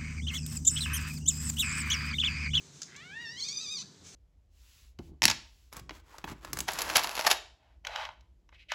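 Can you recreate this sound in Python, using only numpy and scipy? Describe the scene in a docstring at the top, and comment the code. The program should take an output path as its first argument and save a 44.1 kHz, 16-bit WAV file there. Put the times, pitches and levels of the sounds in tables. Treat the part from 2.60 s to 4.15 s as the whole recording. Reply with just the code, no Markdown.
"""Civet on a shoe rack

In a quietly rumbling tiled room, a civet carries a small animal along a wooden rack near the microphone.
Claws tick on the slats, something brushes along the rack, and the frame bumps under the shifting weight.
One long wail rings off the tiles: it starts as a creak and a thin rising mew, breaks in pitch twice
as the mouth opens into a rasping scream, and ends in an upward flick."""
import sys
import numpy as np
from scipy import signal
from scipy.fft import rfft, irfft, next_fast_len
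from scipy.io import wavfile
from scipy.ndimage import uniform_filter1d

SR = 44100
rng = np.random.default_rng(int(sys.argv[2]) if len(sys.argv) > 2 else 0)


def dump_mix(stems):
    """Bounce the given channels to the path in sys.argv[1] as a 16-bit WAV at rate SR."""
    frames = np.atleast_2d(stems).T  # one column per channel
    limited = np.clip(frames, -1, 1)  # hard clip at full scale
    pcm = np.round(limited * 32767).astype(np.int16)
    wavfile.write(sys.argv[1], SR, pcm)


N = 68355
TIME_S = np.arange(N) / SR
TOP_HZ = 15500


def amp(db):
    return 10 ** (np.asarray(db) / 20)


def unit_rms(x):
    return x / np.sqrt(np.mean(x ** 2) + 1e-20)


def along(points, hz):
    """Read (frequency_hz, value) points at hz, on a log axis."""
    freqs, values = np.transpose(points)
    return np.interp(np.log(hz + 1), np.log(freqs + 1), values)


def curve(points):
    """Join (time_s, value) points into one value per sample."""
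    return np.interp(TIME_S, *np.transpose(points))


def wobble(rate_hz):
    """A smooth random curve with rate_hz knots a second."""
    smooth = signal.resample(rng.standard_normal(2048), 16384)
    return np.interp(TIME_S * rate_hz, np.linspace(0, 2048, len(smooth)), smooth)


def filtered(x, response):
    """Shape the spectrum of x by the gain response(hz)."""
    size = next_fast_len(N + SR // 2)
    return irfft(rfft(x, size) * response(np.fft.rfftfreq(size, 1 / SR)), size)[:N]


def noise(colour):
    """Noise of rms 1, coloured by (frequency_hz, gain_db) points."""
    return unit_rms(filtered(rng.standard_normal(N), lambda hz: amp(along(colour, hz))))


# Rumble and hiss of the room: frequency_hz, gain_db
RUMBLE_COLOUR = [(25, -40), (45, -13), (65, -8), (85, -0.5), (110, -4), (150, -3), (200, -3), (290, -6.5),
                 (420, -11), (520, -14.5), (900, -17.5), (1800, -19.5), (2700, -25), (4000, -13),
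                 (5000, -18.5), (6500, -16), (7800, -20), (9500, -35), (12000, -42), (15000, -42)]
# Tones of the room's hum: pitch_hz, level_db
HUM_TONES = [(144, -71.5), (173, -71.5), (393, -72.5), (442, -76.5)]


def room_tone():
    """All around the microphone: low rumble, faint hiss and a wavering hum."""
    hum = np.zeros(N)
    for hz, db in HUM_TONES:
        level = amp(db + 3 * wobble(6.6))
        hum += level * np.sin(2 * np.pi * hz * TIME_S + 0.66 * wobble(9.27))
    return amp(-58.5) * noise(RUMBLE_COLOUR) + np.sqrt(2) * hum


# Ring time of the tiled room: frequency_hz, t60_s
ROOM_DECAY = [(300, 0.95), (2000, 0.29), (5000, 0.43), (12000, 0.11)]


def tiled_room(sound, early_db=-12, early_t60_s=0.081, tail_db=-11.5):
    """Quick reflections from rack and tiles reach the microphone, with the room's longer tail."""
    hz, frame_s, spectrum = signal.stft(rng.standard_normal(SR // 2), SR, nperseg=256)
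    decay = np.exp(-np.log(1000) * frame_s / along(ROOM_DECAY, hz)[:, None])
    tail = signal.istft(spectrum * decay, SR, nperseg=256)[1]
    age = np.arange(len(tail)) / SR
    early = rng.standard_normal(len(tail)) * np.exp(-np.log(1000) * age / early_t60_s) * (age > 0.002)
    response = amp(tail_db) * tail / np.linalg.norm(tail) + amp(early_db) * early / np.linalg.norm(early)
    return signal.fftconvolve(sound, response)[:N]


# Soft bumps of the wooden frame: peak_s, half_length_s, centre_hz, level_db
FRAME_BUMPS = [(0.14, 0.11, 143, -60), (0.364, 0.015, 182, -58), (0.441, .025, 145, -59),
               (0.536, 0.028, 168, -63), (0.731, 0.042, 147, -62), (.91, 0.015, 154.9, -60),
               (1.213, 0.086, 207, -61), (1.455, 0.027, 86, -61)]


def frame_bumps(relative_width=0.14):
    """The rack's frame gives dull swells of narrow-band noise under the shifting weight."""
    out = np.zeros(N)
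    for peak_s, half_length_s, centre_hz, db in FRAME_BUMPS:
        band = lambda hz: np.exp(-((hz / centre_hz - 1) / relative_width) ** 2)
        swell = np.exp(-((TIME_S - peak_s) / half_length_s) ** 2 / 2)
        out += amp(db) * swell * unit_rms(filtered(rng.standard_normal(N), band))
    return out


# Rubbing on the rack, before and after the cry: time_s, level_db
BRUSH_LEVEL = [(0, -59), (.06, -60), (.1, -64), (.17, -58), (.25, -60), (.32, -68), (.4, -80), (1.4, -80),
               (1.432, -68), (1.45, -55), (1.478, -51.5), (1.51, -54.5), (1.55, -55.5)]
# Hiss of the rubbing: frequency_hz, gain_db
BRUSH_SPECTRUM = [(590, -40), (1000, -17), (1210, -12), (1800, -9.5), (1950, -17), (2110, -8), (4830, -6.5),
                  (6130, 3), (7600, -4), (12400, -31.5), (15000, -26)]


def brushing():
    """Something rubs along the rack close by with a soft, slightly grainy hiss."""
    grain_db = 0.7 * wobble(300)
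    return amp(curve(BRUSH_LEVEL) + grain_db) * noise(BRUSH_SPECTRUM)


# Claws landing on the slats: start_s, level_db, t60_s
CLAW_TICKS = [(0.2178, -31.5, 0.03), (0.2211, -38, 0.017), (0.2309, -34.5, 0.022), (0.2315, -38.5, 0.017),
              (0.3633, -39.5, 0.026)]
# Colour of a tapped slat: frequency_hz, gain_db
SLAT_COLOUR = [(600, -22), (1000, -33), (1400, -14.5), (2600, -18.5), (3300, -9.5), (4400, -4), (5300, -4),
               (6300, 0.5), (7400, -5), (8500, -22.5), (10000, -26), (12000, -42), (14300, -30),
               (15500, -35)]


def claws(rise_s=0.00024):
    """Each claw strikes a short, dry burst from the slats near the microphone."""
    out = np.zeros(N)
    for start_s, db, t60_s in CLAW_TICKS:
        age = np.maximum(TIME_S - start_s, 0)
        envelope = np.exp(-np.log(1000) * age / t60_s) * (1 - np.exp(-age / rise_s))
        out += amp(db) * envelope * noise(SLAT_COLOUR)
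    return out


# Flares in the cry's overtones: start_s, length_s, centre_hz, gain_db
OVERTONE_FLARES = [(0.612, .016, 4360, 3), (0.651, 0.082, 5120, 15.5), (0.767, 0.052, 3095, 10),
                   (.81, 0.025, 4040, 5), (0.886, .015, 4470, -1), (0.965, .021, 5398, 19),
                   (1.098, 0.051, 3794, 6), (1.153, 0.032, 4800, 7.5), (1.19, 0.025, 6240, 4)]


def flares(edge_s=0.002):
    """Overtones near one frequency flare up in brief spells; gives centre and gain per sample."""
    start_s, length_s, centre_hz, gain_db = np.transpose(OVERTONE_FLARES)
    age = TIME_S - start_s[:, None]
    spells = (np.tanh(age / edge_s) - np.tanh((age - length_s[:, None]) / edge_s)) / 2
    return centre_hz @ spells / (spells.sum(axis=0) + 1e-9), gain_db @ spells


# Throat resonances, mouth nearly shut and wide open: frequency_hz, gain_db
THROAT_SHUT = [(300, -40), (600, -19), (950, -24), (1400, -9), (1600, -4), (1830, 0), (2150, -4),
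               (2400, -8), (2800, -11), (3500, -14), (4400, -30), (5400, -24), (6500, -36), (8000, -43),
               (10000, -58), (15000, -62)]
THROAT_WIDE = [(500, -36), (1200, -22), (2050, -20), (2450, -8.5), (3100, -16), (3450, -9), (3720, -1),
               (3950, -3), (4300, 3), (4600, 5), (4900, -0.5), (5300, -10.5), (5700, 2.5), (6050, -2),
               (6500, -4), (7300, -12.5), (8500, -19.5), (9500, -34.5), (11500, -42), (13200, -38.5),
               (15500, -41)]
# Spells of period doubling: peak_s, half_length_s, gain_db
PERIOD_DOUBLING = [(.618, .012, -19), (.86, .014, -11), (.897, .02, -13), (1.022, .018, -9),
                   (1.07, .015, -16), (1.2, .022, -11)]


def overtones(pitch_hz, phase, opening, flare_width_hz=750):
    """The throat shapes the harmonics; period doubling adds lines half-way between them. Rms 1."""
    doubling = sum(amp(db) * np.exp(-((TIME_S - peak_s) / half_length_s) ** 2)
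                   for peak_s, half_length_s, db in PERIOD_DOUBLING)
    flare_hz, flare_db = flares()
    tone, power = np.zeros(N), np.zeros(N)
    for multiple in np.arange(1.5, 14, 0.5):
        hz = multiple * pitch_hz
        throat_db = (1 - opening) * along(THROAT_SHUT, hz) + opening * along(THROAT_WIDE, hz)
        throat_db += flare_db * np.exp(-((hz - flare_hz) / flare_width_hz) ** 2)
        flutter_db = 1.4 * wobble(30) + 2.3 * opening * wobble(150)
        gain = amp(throat_db + flutter_db) * (doubling if multiple % 1 else 1) * (hz < TOP_HZ)
        tone += gain * np.sin(multiple * phase + rng.uniform(0, 2 * np.pi))
        power += gain ** 2 / 2
    return tone / np.sqrt(power)


def husk(phase, opening):
    """Breath noise through the same throat, pulsing once a cycle of the voice."""
    breath = (1 - opening) * noise(THROAT_SHUT) + opening * noise(THROAT_WIDE)
    return unit_rms(breath * (1 + 0.5 * np.cos(phase)))


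# The cry's lowest tone: time_s, level_db
FUNDAMENTAL_LEVEL = [(.36, -82), (.4, -71), (.62, -67), (.72, -73), (.95, -73), (1.0, -68), (1.2, -67),
                     (1.226, -63), (1.24, -70), (1.26, -69), (1.29, -90)]


def fundamental(pitch_hz, jitter, peep_hz=1710):
    """A faint, clean tone under the cry that lingers as a last peep."""
    phase = 2 * np.pi * np.cumsum(np.minimum(pitch_hz, peep_hz) * (1 + jitter)) / SR
    level = amp(curve(FUNDAMENTAL_LEVEL)) * (TIME_S > FUNDAMENTAL_LEVEL[0][0])
    return level * np.sqrt(2) * np.sin(phase)


# The cry's three stretches between its pitch breaks: time_s, pitch_hz
MEW_PITCH = [(0.35, 516.3), (0.37, 575.5), (0.398, 580), (0.42, 649.5), (0.44, 696.5), (0.508, 775),
             (0.556, 894), (0.622, 964), (0.68, 887), (0.736, 973), (0.756, 961.5), (0.8, 1133),
             (0.804, 1142)]
SURGE_PITCH = [(0.81, 1032), (0.836, 1091), (0.85, 1205), (0.866, 1207), (0.879, 1269)]
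SCREAM_PITCH = [(0.884, 1093), (0.904, 1119), (0.934, 1206), (0.96, 1229), (0.976, 1197), (1.002, 1241),
                (1.012, 1314), (1.032, 1302), (1.076, 1156), (1.092, 1201), (1.126, 1263), (1.15, 1211),
                (1.172, 1132), (1.19, 1003), (1.213, 1010)]
# Loudness of the cry: time_s, level_db
CRY_LEVEL = [(0.28, -55), (0.314, -58), (0.36, -52.5), (0.492, -52.5), (0.57, -42.5), (0.696, -43),
             (0.752, -51), (0.824, -34), (0.88, -42), (0.886, -34.5), (0.91, -40), (0.964, -41),
             (0.974, -32), (1.006, -46), (1.014, -42), (1.112, -40.5), (1.12, -37), (1.216, -41),
             (1.245, -53)]
# Mouth opening and roughness of the voice: time_s, amount_0_to_1
MOUTH_OPENING = [(.3, .25), (.44, .2), (.5, .16), (.57, 0), (.6, .02), (.618, .24), (.645, .12), (.67, .25),
                 (.7, .25), (.72, .27), (.76, .52), (.81, .97), (1.222, 1)]
VOICE_RASP = [(.31, .95), (.348, .75), (.38, .28), (.415, .28), (.45, .1), (.56, .04), (.605, .04),
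              (.618, .2), (.635, .05), (.72, .08), (.79, .14), (.806, .45), (.815, .07), (.845, .09),
              (.857, .42), (.877, .2), (.895, .48), (.912, .48), (.94, .2), (1.0, .22), (1.025, .45),
              (1.05, .28), (1.075, .3), (1.11, .11), (1.16, .14), (1.183, .3), (1.195, .22), (1.21, .25),
              (1.221, .6)]
# Airy sheen above the overtones: frequency_hz, gain_db
SHEEN_COLOUR = [(7000, -38), (9000, 0), (11500, -7), (13400, -1), (15500, -15)]


def wail(creak_hz=125, creak_end_s=0.37, flick_s=1.212, flick_hz_per_s=23000, stop_s=1.229):
    """A close cry through an opening mouth; rasp shakes its pitch and level and adds husk."""
    opening, rasp = np.clip(curve(MOUTH_OPENING), 0, 1), np.clip(curve(VOICE_RASP), 0, 1)
    pitch_hz = curve(np.vstack([MEW_PITCH, SURGE_PITCH, SCREAM_PITCH]))
    pitch_hz += flick_hz_per_s * np.maximum(TIME_S - flick_s, 0)
    jitter = 0.00473 * wobble(290) + 0.0311 * rasp * wobble(870)
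    phase = 2 * np.pi * np.cumsum(pitch_hz * (1 + jitter)) / SR
    tone = overtones(pitch_hz, phase, opening)
    shimmer_db = (0.5 + 3.5 * rasp) * wobble(330)
    voice = np.sqrt(1 - rasp ** 2) * amp(shimmer_db) * tone + amp(-4.5) * rasp * husk(phase, opening)
    voice += amp(-38) * np.minimum(opening / 0.2, 1) * noise(SHEEN_COLOUR)
    creak_depth = np.clip((creak_end_s - TIME_S) / 0.045, 0, 1)  # the cry begins in slow pulses
    voice *= 1 + creak_depth * np.sin(2 * np.pi * creak_hz * TIME_S + wobble(creak_hz / 2))
    fade_in = uniform_filter1d(1.0 * (TIME_S > CRY_LEVEL[0][0]), size=2400)
    cut_off = (1 - np.tanh((TIME_S - stop_s) / 0.0039)) / 2
    return fade_in * cut_off * amp(curve(CRY_LEVEL)) * voice + fundamental(pitch_hz, jitter)


def scene():
    """The animals on the rack in front, the tiled room and its rumble behind."""
    near = wail() + claws() + brushing()
    return (near + tiled_room(near) + frame_bumps() + room_tone())[None]


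def record(dry):
    """One phone microphone, which keeps nothing above its band limit."""
    return filtered(dry[0], lambda hz: hz < TOP_HZ)[None]


dry = scene()
out = record(dry)
dump_mix(out)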